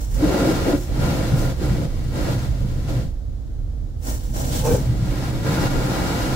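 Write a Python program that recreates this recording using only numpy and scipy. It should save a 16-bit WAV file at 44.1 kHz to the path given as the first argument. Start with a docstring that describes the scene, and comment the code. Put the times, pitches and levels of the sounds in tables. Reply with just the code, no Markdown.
"""Inside a closed car in a car wash: a machine rumble, a faint hum and cabin air run throughout, made of noise and sines.
For the first three seconds wet brushes hiss over the car in uneven strokes, with brief bright swishes.
Random friction slips make the hiss, boom the doors and drone the windows; now and then a tuft catches and knocks.
After a pause, brighter swishes sweep close by, ending around a short rubbery judder of stick-slip kicks.
Then the brush strokes return until the end."""
import sys
import numpy as np
from scipy import signal
from scipy.fft import rfft, irfft, next_fast_len
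from scipy.io import wavfile
from scipy.ndimage import uniform_filter1d, map_coordinates

SR = 44100
rng = np.random.default_rng(int(sys.argv[2]) if len(sys.argv) > 2 else 0)


def put_to_file(sound):
    """Save the sound as 16-bit audio at rate SR, in the file named by the first command-line argument."""
    columns = np.atleast_2d(sound).T  # one column per channel
    safe = np.clip(columns, -1, 1)
    whole_steps = np.round(safe * 32767)
    wavfile.write(sys.argv[1], SR, whole_steps.astype(np.int16))


N = 280035  # length in samples


def amp(db):
    """Turn decibels into gain."""
    return 10 ** (np.asarray(db) / 20)


def unit(x):
    """Scale a sound to an rms (average strength) of 1."""
    return x / np.sqrt(np.mean(x ** 2) + 1e-20)


def along(points, hz):
    """Read a curve of (pitch_hz, value) points on a log pitch axis."""
    point_hz, value = np.transpose(points)
    return np.interp(np.log(hz + 1), np.log(point_hz + 1), value)


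def curves(rows):
    """Join the rows of a table by straight lines: one curve for each column after the time."""
    time_s, *columns = np.transpose(rows)
    return [np.interp(np.arange(N) / SR, time_s, column) for column in columns]


def wobble(rate):
    """A smooth random curve through `rate` random points a second."""
    points = rng.standard_normal(int(N * rate / SR) + 4)
    return map_coordinates(points, [np.arange(N) * rate / SR])


def filtered(x, response):
    """Multiply the spectrum of a sound by a response to each frequency."""
    size = next_fast_len(N + SR // 2)  # spare room so the tail does not wrap around
    return irfft(rfft(x, size) * response(np.fft.rfftfreq(size, 1 / SR)), size)[..., :N]


def coloured(x, spectrum):
    """Shape a sound with (pitch_hz, level_db) points."""
    return filtered(x, lambda hz: amp(along(spectrum, hz)))


def ringing(x, modes, low_hz, high_hz):
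    """Shake a body that has (pitch_hz, width_hz, level_db) resonances and radiates between two soft band edges."""
    def response(f):
        body = 0
        for k, (hz, width, db) in enumerate(modes):
            resonance = 1j * f * width / (hz * hz - f * f + 1j * f * width)
            body = body + (-1) ** k * amp(db) * resonance  # neighbours have opposite signs
        band = 1 / np.sqrt((1 + (low_hz / (f + 1)) ** 8) * (1 + (f / high_hz) ** 8))
        return body * band
    return filtered(x, response)


def stereo(pair, alike, balance):
    """Mix two unrelated signals into left and right with a given likeness and balance, at rms 1 overall."""
    def spread(hz):
        turn = np.arccos(np.clip(along(alike, hz), -.98, .98)) / 2
        return np.array([np.cos(turn), np.sin(turn)])

    def lean(hz):
        tilt_db = along(balance, hz)
        return amp(np.array([tilt_db, -tilt_db]) / 2)

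    mid, side = filtered(pair, spread)
    return unit(filtered(np.array([mid + side, mid - side]), lean))


def slips(rate, scatter_db):
    """Friction force: tiny slips of random size and sign, on average `rate` a second."""
    happens = rng.random((2, N)) < rate / SR
    sign = np.sign(rng.standard_normal((2, N)))
    return happens * sign * amp(scatter_db * rng.standard_normal((2, N)))


def held(x, grip):
    """Friction feeds a weak vibration and damps a strong one, which evens out its swing."""
    swing = np.sqrt(np.mean(np.abs(signal.hilbert(x)) ** 2, axis=0))
    smooth_swing = uniform_filter1d(swing, SR // 40)
    return unit(x / (smooth_swing + 1e-9) ** np.clip(grip, 0, 1))


# how the rumble's strength moves, before a small lift: start_s [s], level_db [dB]
RUMBLE_STRENGTH = [(0.05, -22), (0.45, -29.5), (0.9, -24), (1.75, -24), (2.3, -27.5), (2.95, -24.5),
                   (3.25, -29), (4.3, -27), (4.6, -24), (5.3, -27.5), (6.35, -29)]
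# relative spectra of the rumble and of the cabin air: pitch_hz [Hz], level_db [dB per Hz]
RUMBLE_COLOUR = [(12, -50), (20, -31), (29, 7.5), (38, -2.5), (50, 6), (62, -0.5), (78, -0.5), (100, -12.5),
                 (130, -13.5), (200, -47), (600, -120)]
AIR_COLOUR = [(12, -20), (30, 34), (70, 28.5), (110, 30.5), (165, 15), (275, 18.5), (360, 8), (540, 7),
              (800, -0.5), (950, -7), (1400, -7.5), (2550, -16.5), (3600, -12.5), (7300, -15.5),
              (8800, -19.5), (15500, -24)]
# steady hum tones: pitch_hz [Hz], level_db [dB rms]
HUM_TONES = [(274.5, -61), (328.4, -58.5), (489.9, -64)]
# how alike left and right are: pitch_hz [Hz], likeness [correlation, -1 to 1]
MACHINE_ALIKE = [(40, 1), (200, 0.41), (600, 0.39), (1500, 0), (15000, 0)]
# how much louder left is than right: pitch_hz [Hz], left_over_right_db [dB]
MACHINE_BALANCE = [(30, -4.5), (60, -4.5), (110, -1), (200, -9), (300, 1), (4400, 1.5), (8000, -2),
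                   (15000, 5)]
THROB_DB, THROB_RATE = 2.5, 22  # size of the random throb, its random points a second


def machinery():
    """Low noise throbs as the rumble, steady low-weighted noise is the cabin air, and sines make a faint hum."""
    rumble_db, = curves(RUMBLE_STRENGTH)
    rumble = stereo(coloured(rng.standard_normal((2, N)), RUMBLE_COLOUR), MACHINE_ALIKE, MACHINE_BALANCE)
    air = stereo(coloured(rng.standard_normal((2, N)), AIR_COLOUR), MACHINE_ALIKE, MACHINE_BALANCE)
    t = np.arange(N) / SR
    hum = 0
    for hz, db in HUM_TONES:
        phase = 2 * np.pi * hz * t + 0.76 * wobble(2.13)  # the pitch wavers slightly
        hum = hum + amp(db) * np.sqrt(2) * np.sin(phase)
    rumble_gain = amp(rumble_db + 0.43 + THROB_DB * wobble(THROB_RATE))
    return rumble_gain * held(rumble, grip=0.7) + amp(-34) * air + hum


# how hard the brush leans on the doors, before a small trim: start_s [s], boom_db [dB]
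DOOR_LEAN = [(0.0, -37), (0.23, -32), (0.65, -26), (0.9, -37), (0.99, -19), (1.25, -28), (1.33, -17.5),
             (1.63, -38), (1.64, -22.5), (1.82, -22.5), (1.86, -28.5), (3.02, -23.5), (3.18, -50),
             (4.12, -36.5), (4.74, -20.5), (5.27, -26), (5.64, -21.5), (6.35, -28.5)]
# lowest door resonances: pitch_hz [Hz], width_hz [Hz], level_db [dB, relative]
DOOR_MODES = [(122.9, 14, 5), (158.4, 11.7, 0), (158.6, 75, -6)]
# left-right likeness of all brush rubbing: pitch_hz [Hz], likeness [correlation, -1 to 1]
BRUSH_ALIKE = [(130, 0.94), (305, 0.88), (420, 0.46), (540, 0.69), (800, 0.43), (980, -0.082), (1130, 0.18),
               (1400, -0.025), (1650, -0.085), (1950, 0.28), (2600, -0.07), (15000, 0.021)]
# left-right balance of all brush rubbing: pitch_hz [Hz], left_over_right_db [dB]
BRUSH_BALANCE = [(100, 0.5), (200, -0.5), (400, 3), (700, 0), (1300, 1), (4400, 0), (8000, 0), (11000, 2.5),
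                 (15000, 6)]


def panels():
    """Heavy tufts drag unevenly over the doors, which boom at their lowest resonances."""
    boom_db, = curves(DOOR_LEAN)
    shaken = ringing(slips(500, scatter_db=6.5), DOOR_MODES, low_hz=81.6, high_hz=217)
    boom = stereo(shaken, BRUSH_ALIKE, BRUSH_BALANCE)
    return amp(boom_db - 1.46 + 2.8 * wobble(35)) * held(boom, grip=0.49)


def cabin(x, wet_db, t60):
    """Glass and trim add a short, dense echo, drifting slowly at random between two patterns; t60 is s per 60 dB."""
    t = np.arange(SR // 8) / SR
    echoes = rng.standard_normal((2, 2, len(t))) * amp(-60 * t / t60) * (t > .002)
    echoes /= np.linalg.norm(echoes, axis=2, keepdims=True)
    first_echo, second_echo = signal.fftconvolve(x[None], echoes, axes=2)[..., :N]
    blend = wobble(0.94)
    return unit(x + amp(wet_db) * (np.cos(blend) * first_echo + np.sin(blend) * second_echo))


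def stroke(start, length, rise_s, fall_s, change_db=0):
    """Gain of one stroke: it swells, holds while the pressure drifts, and lets go; rise and fall are s per 20 dB."""
    t = np.arange(N) / SR - start
    edges = np.maximum(-t, 0) / rise_s + np.maximum(t - length, 0) / fall_s
    return amp(change_db * np.clip(t / length, 0, 1) - 20 * edges)


# close sweeps, before the fixed lifts of the fizz and the hollow layer: start_s [s], length_s [s],
# fizz_db [dB], rasp_over_fizz_db [dB], hollow_over_fizz_db [dB]
CLOSE_SWEEPS = [(0.01, 0.028, -45.5, -6.5, -4), (0.118, 0.05, -45.5, -18, -13),
                (0.767, 0.07, -47, -11, -13), (1.38, 0.052, -43.5, -13, -17), (4.046, 0.03, -43.5, -10, -8),
                (4.071, 0.033, -37.5, -10, -2), (4.142, 0.01, -41, -9, -8), (4.19, 0.14, -50.5, -2.5, -3),
                (4.358, 0.15, -39, -4, 0), (4.527, 0.066, -36.5, 1, -1), (4.652, 0.099, -36.5, -4.5, 2)]
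# relative spectra of the fine fizz and of the rasp: pitch_hz [Hz], level_db [dB per Hz]
FIZZ_COLOUR = [(500, -19), (800, 6), (1050, 1.5), (2500, -6.5), (3200, -5.5), (4900, -4.5), (5400, 3),
               (7600, 1), (8300, 2), (12500, -5), (15500, -1.5)]
RASP_SPECTRUM = [(600, -45), (1200, -13), (2500, -14.5), (3100, -9), (4400, -8), (6000, -17), (9000, -21)]
# resonances of the hollow panel: pitch_hz [Hz], width_hz [Hz], level_db [dB, relative]
HOLLOW_MODES = [(259, 51, 2), (377, 134, -8), (468, 85, -3), (634, 117, -7), (793, 59, -7.5),
                (1043, 58, -16), (1250, 52, -18), (1564, 92, -18), (2020, 360, -30)]
# left-right likeness of the sweeps: pitch_hz [Hz], likeness [correlation, -1 to 1]
SWEEP_ALIKE = [(250, 0.8), (500, 0.39), (820, -0.16), (1250, -0.78), (2000, 0.0021), (15000, -0.11)]
# left-right balance of the sweeps: pitch_hz [Hz], left_over_right_db [dB]
SWEEP_BALANCE = [(800, 0.5), (5000, 0), (8000, -2), (11000, 1), (15000, 6)]
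SWISH_RISE_S, SWISH_FALL_S = 0.047, 0.13  # time for 20 dB


def swish():
    """Fine bristles fizz and rasp in close, bright sweeps, over slips that ring a hollow panel."""
    fizz = coloured(cabin(slips(9000, scatter_db=6.0), wet_db=-1.5, t60=0.027), FIZZ_COLOUR)
    rasp = coloured(slips(6000, scatter_db=5.0), RASP_SPECTRUM)
    hollow = ringing(slips(1500, scatter_db=0.0), HOLLOW_MODES, low_hz=177, high_hz=2800)
    sweeps = []
    for start, length, fizz_db, rasp_db, hollow_db in CLOSE_SWEEPS:
        layer_gains = amp([fizz_db, fizz_db + rasp_db, fizz_db + hollow_db])
        sweeps.append(np.outer(layer_gains, stroke(start, length, SWISH_RISE_S, SWISH_FALL_S)))
    fizz_gain, rasp_gain, hollow_gain = np.max(sweeps, axis=0)  # each layer's loudest sweep of the moment
    sweep = (fizz_gain * amp(6) * stereo(fizz, SWEEP_ALIKE, SWEEP_BALANCE)
             + rasp_gain * unit(rasp)
             + hollow_gain * amp(7.5) * stereo(hollow, SWEEP_ALIKE, SWEEP_BALANCE))
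    return amp(0.68 * wobble(67)) * sweep


# tufts that catch and let go, before a fixed trim: start_s [s], level_db [dB], pitch_hz [Hz]
TUFT_CATCHES = [(0.225, -4.5, 310.5), (0.471, -7.5, 318), (0.674, -15, 358), (0.735, -4.5, 289),
                (1.044, -6.5, 139.6), (1.326, -10, 131.5), (1.451, -10.5, 136.5), (1.611, -18, 360),
                (2.294, -12.5, 135.5), (2.609, -13.5, 123), (4.078, -21.5, 264), (4.744, -12.5, 518)]
# what a catch rings with: pitch_ratio [times its pitch], level_db [dB], decay_s [s for 60 dB]
KNOCK_MODES = [(1.001, 10.5, 0.082), (1.24, -17, 0.5), (1.65, 9, 0.0065)]


def catches():
    """A tuft sticks, lets go and leaves the panel ringing as a few fading sines."""
    out, t = np.zeros(N + SR), np.arange(SR // 3) / SR
    for start, db, hz in TUFT_CATCHES:
        ring = 0
        for ratio, mode_db, decay_s in KNOCK_MODES:
            ring = ring + amp(mode_db - 60 * t / decay_s) * np.sin(2 * np.pi * hz * ratio * t)
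        soft_start = 1 - np.exp(-t / 0.0077)
        out[round(start * SR):][:len(t)] += amp(db - 6.5) * ring * soft_start
    return out[:N]


# brush strokes along the body, before each layer's own gain: start_s [s], length_s [s], pressure_db [dB],
# pressure_change_db [dB over the stroke], drone_over_pressure_db [dB]
BRUSH_STROKES = [(0.226, 0.069, -40.5, 2, 17), (0.314, 0.2, -38, 1.5, 16), (0.542, 0.13, -39, 0, 12.5),
                 (0.668, 0.062, -38, -1, 17.5), (0.91, 0.067, -48.5, 5, 13), (1.027, 0.47, -38.5, -5.5, 13),
                 (1.333, 0.17, -42, -0.5, 12.5), (1.631, 0.22, -42.5, -3.5, 14.5),
                 (2.158, 0.17, -42.5, 2.5, 13), (2.388, 0.069, -45, 0, 7.5), (2.898, 0.12, -44.5, -4, 13),
                 (5.059, 0.24, -45.5, 4, 11.5), (5.31, 0.1, -45, 0.5, 12.5), (5.471, 0.2, -38, 1.5, 10.5),
                 (5.71, 0.18, -40, 1, 11.5), (5.893, 0.57, -37.5, -0.5, 10)]
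# light contact between strokes: start_s [s], length_s [s], pressure_db [dB]
LIGHT_PASSES = [(0.245, 2.795, -51), (4.8, 1.55, -48.5)]
LIGHT_DRONE_DB = 10  # drone_over_pressure_db of the light contact
STROKE_RISE_S, STROKE_FALL_S = 0.13, 0.13  # time for 20 dB


def pressure(rise_s, fall_s, drone=False):
    """Gain of the firmest brush contact of the moment, weighted for the windows if drone is set."""
    contacts = []
    for start, length, db, change_db, drone_db in BRUSH_STROKES:
        contacts.append(amp(db + drone * drone_db) * stroke(start, length, rise_s, fall_s, change_db))
    for start, length, db in LIGHT_PASSES:
        contacts.append(amp(db + drone * LIGHT_DRONE_DB) * stroke(start, length, rise_s, fall_s=0.11))
    return np.max(contacts, axis=0)


# window resonances, the low drone and the upper modes: pitch_hz [Hz], width_hz [Hz], level_db [dB, relative]
DRONE_MODES = [(182.4, 25, -2), (255.3, 17.6, -2.5), (297.6, 31.5, -0.5), (388, 87, -8), (458.4, 85, -7),
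               (548.5, 58, -7), (658, 57, -12.5)]
SCRUB_MODES = [(770, 218, -2.5), (1038, 79, -2.5), (1233, 89, -7), (1409, 48, 0.5), (1605, 79, -7),
               (1956, 51, -8.5), (2240, 52, -10), (2820, 61, -11), (3850, 87, -15)]
DRONE_RISE_S, DRONE_FALL_S = 0.089, 0.092  # time for 20 dB
FIRM_DB, SCRUB_DB, SCRUB_GROWS = -38, -31, 1.47  # a firm pressure, the scrub there, its dB per dB of pressure


def windows():
    """Coarse slips make the glass drone; finer ones ring its upper modes, more so under firm pressure."""
    flutter = wobble(45)  # tufts arrive unevenly
    low_ring = ringing(slips(1300, scatter_db=3.0), DRONE_MODES, low_hz=134, high_hz=850)
    drone = held(stereo(low_ring, BRUSH_ALIKE, BRUSH_BALANCE), grip=0.72)
    high_ring = ringing(slips(3000, scatter_db=2.5), SCRUB_MODES, low_hz=575, high_hz=4500)
    scrub = stereo(high_ring, BRUSH_ALIKE, BRUSH_BALANCE)
    firmness = pressure(STROKE_RISE_S, STROKE_FALL_S) / amp(FIRM_DB)
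    drone_gain = pressure(DRONE_RISE_S, DRONE_FALL_S, drone=True) * amp(1.7 + 1.4 * flutter)
    scrub_gain = firmness ** SCRUB_GROWS * amp(SCRUB_DB + 0.29 * flutter)
    return drone_gain * drone + scrub_gain * scrub


# relative spectrum of the bristle hiss: pitch_hz [Hz], level_db [dB per Hz]
HISS_COLOUR = [(150, -40), (450, 5.5), (900, -0.5), (1130, 0), (1400, -1), (2150, 0), (2500, -4),
               (3100, -2.5), (4500, -2), (6900, -6.5), (7450, -5.5), (8500, -8.5), (13000, -13),
               (15700, -15)]


def bristles():
    """Countless wet bristle tips slip and hiss along the body, louder as the brush presses harder."""
    fine = cabin(slips(12000, scatter_db=2.5), wet_db=-10, t60=0.044)
    hiss = stereo(coloured(fine, HISS_COLOUR), BRUSH_ALIKE, BRUSH_BALANCE)
    return pressure(STROKE_RISE_S, STROKE_FALL_S) * amp(6 + 0.63 * wobble(45)) * hiss


def during(rows):
    """1 while a table's curve runs, 0 outside it, with soft edges."""
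    t = np.arange(N) / SR
    running = (t > rows[0][0] - .03) & (t < rows[-1][0])
    return uniform_filter1d(running.astype(float), SR // 30)


# wet rubber on glass, before random jitter and a small lift: start_s [s], slip_rate [a second], level_db [dB]
RUBBER_JUDDER = [(4.64, 160, -37), (4.655, 175, -25), (4.69, 170, -24.5), (4.72, 137, -18.5),
                 (4.737, 125, -26), (4.755, 140, -23.5), (4.81, 71, -40)]
# resonances as the rubber bites, then as it drags: pitch_hz [Hz], width_hz [Hz], level_db [dB, relative]
RUBBER_BITE = [(518, 23, 6.5), (865, 33, 0), (1045, 65, -11), (2600, 44, -16)]
RUBBER_DRAG = [(264, 39, -12), (407, 33, 4), (506, 38, 4), (600, 37, -11), (860, 49, -11.5),
               (1575, 76, -22), (2347, 50, -22)]


def judder():
    """Wet rubber sticks and slips on the glass at an uneven rate; its tone drops from bite to drag."""
    rate, level_db = curves(RUBBER_JUDDER)
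    cycles = np.cumsum(rate * np.exp(0.11 * wobble(70))) / SR
    kicks = np.diff(np.floor(cycles), prepend=0) * amp(1.3 * wobble(110))  # one kick per whole cycle
    force = unit(kicks) + .5 * rng.standard_normal((2, N))
    dragging = np.interp(np.arange(N) / SR, [4.665, 4.70], [0, 1])
    bite = held(ringing(force, RUBBER_BITE, low_hz=300, high_hz=3000), grip=0.72)
    drag = held(ringing(force, RUBBER_DRAG, low_hz=200, high_hz=3000), grip=0.96)
    rubber = np.sqrt(1 - dragging) * bite + np.sqrt(dragging) * drag
    return during(RUBBER_JUDDER) * amp(level_db + 1.5) * rubber


def scene():
    """Add up everything heard from the front seat."""
    return machinery() + panels() + windows() + bristles() + swish() + catches() + judder()


# two treble notches of the right microphone port: pitch_hz [Hz], level_db [dB]
RIGHT_PORT_COLOUR = [(7000, 0), (7600, 0.5), (8700, -9), (10000, -2), (11200, 0), (12600, -3), (15000, 2.5)]
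TOP_HZ = 15780  # upper band limit


def record(dry):
    """The right microphone port colours the treble, and both channels stop at the band limit."""
    right = coloured(dry[1], RIGHT_PORT_COLOUR)
    return filtered(np.array([dry[0], right]), lambda hz: hz < TOP_HZ)


dry = scene()
out = record(dry)
put_to_file(out)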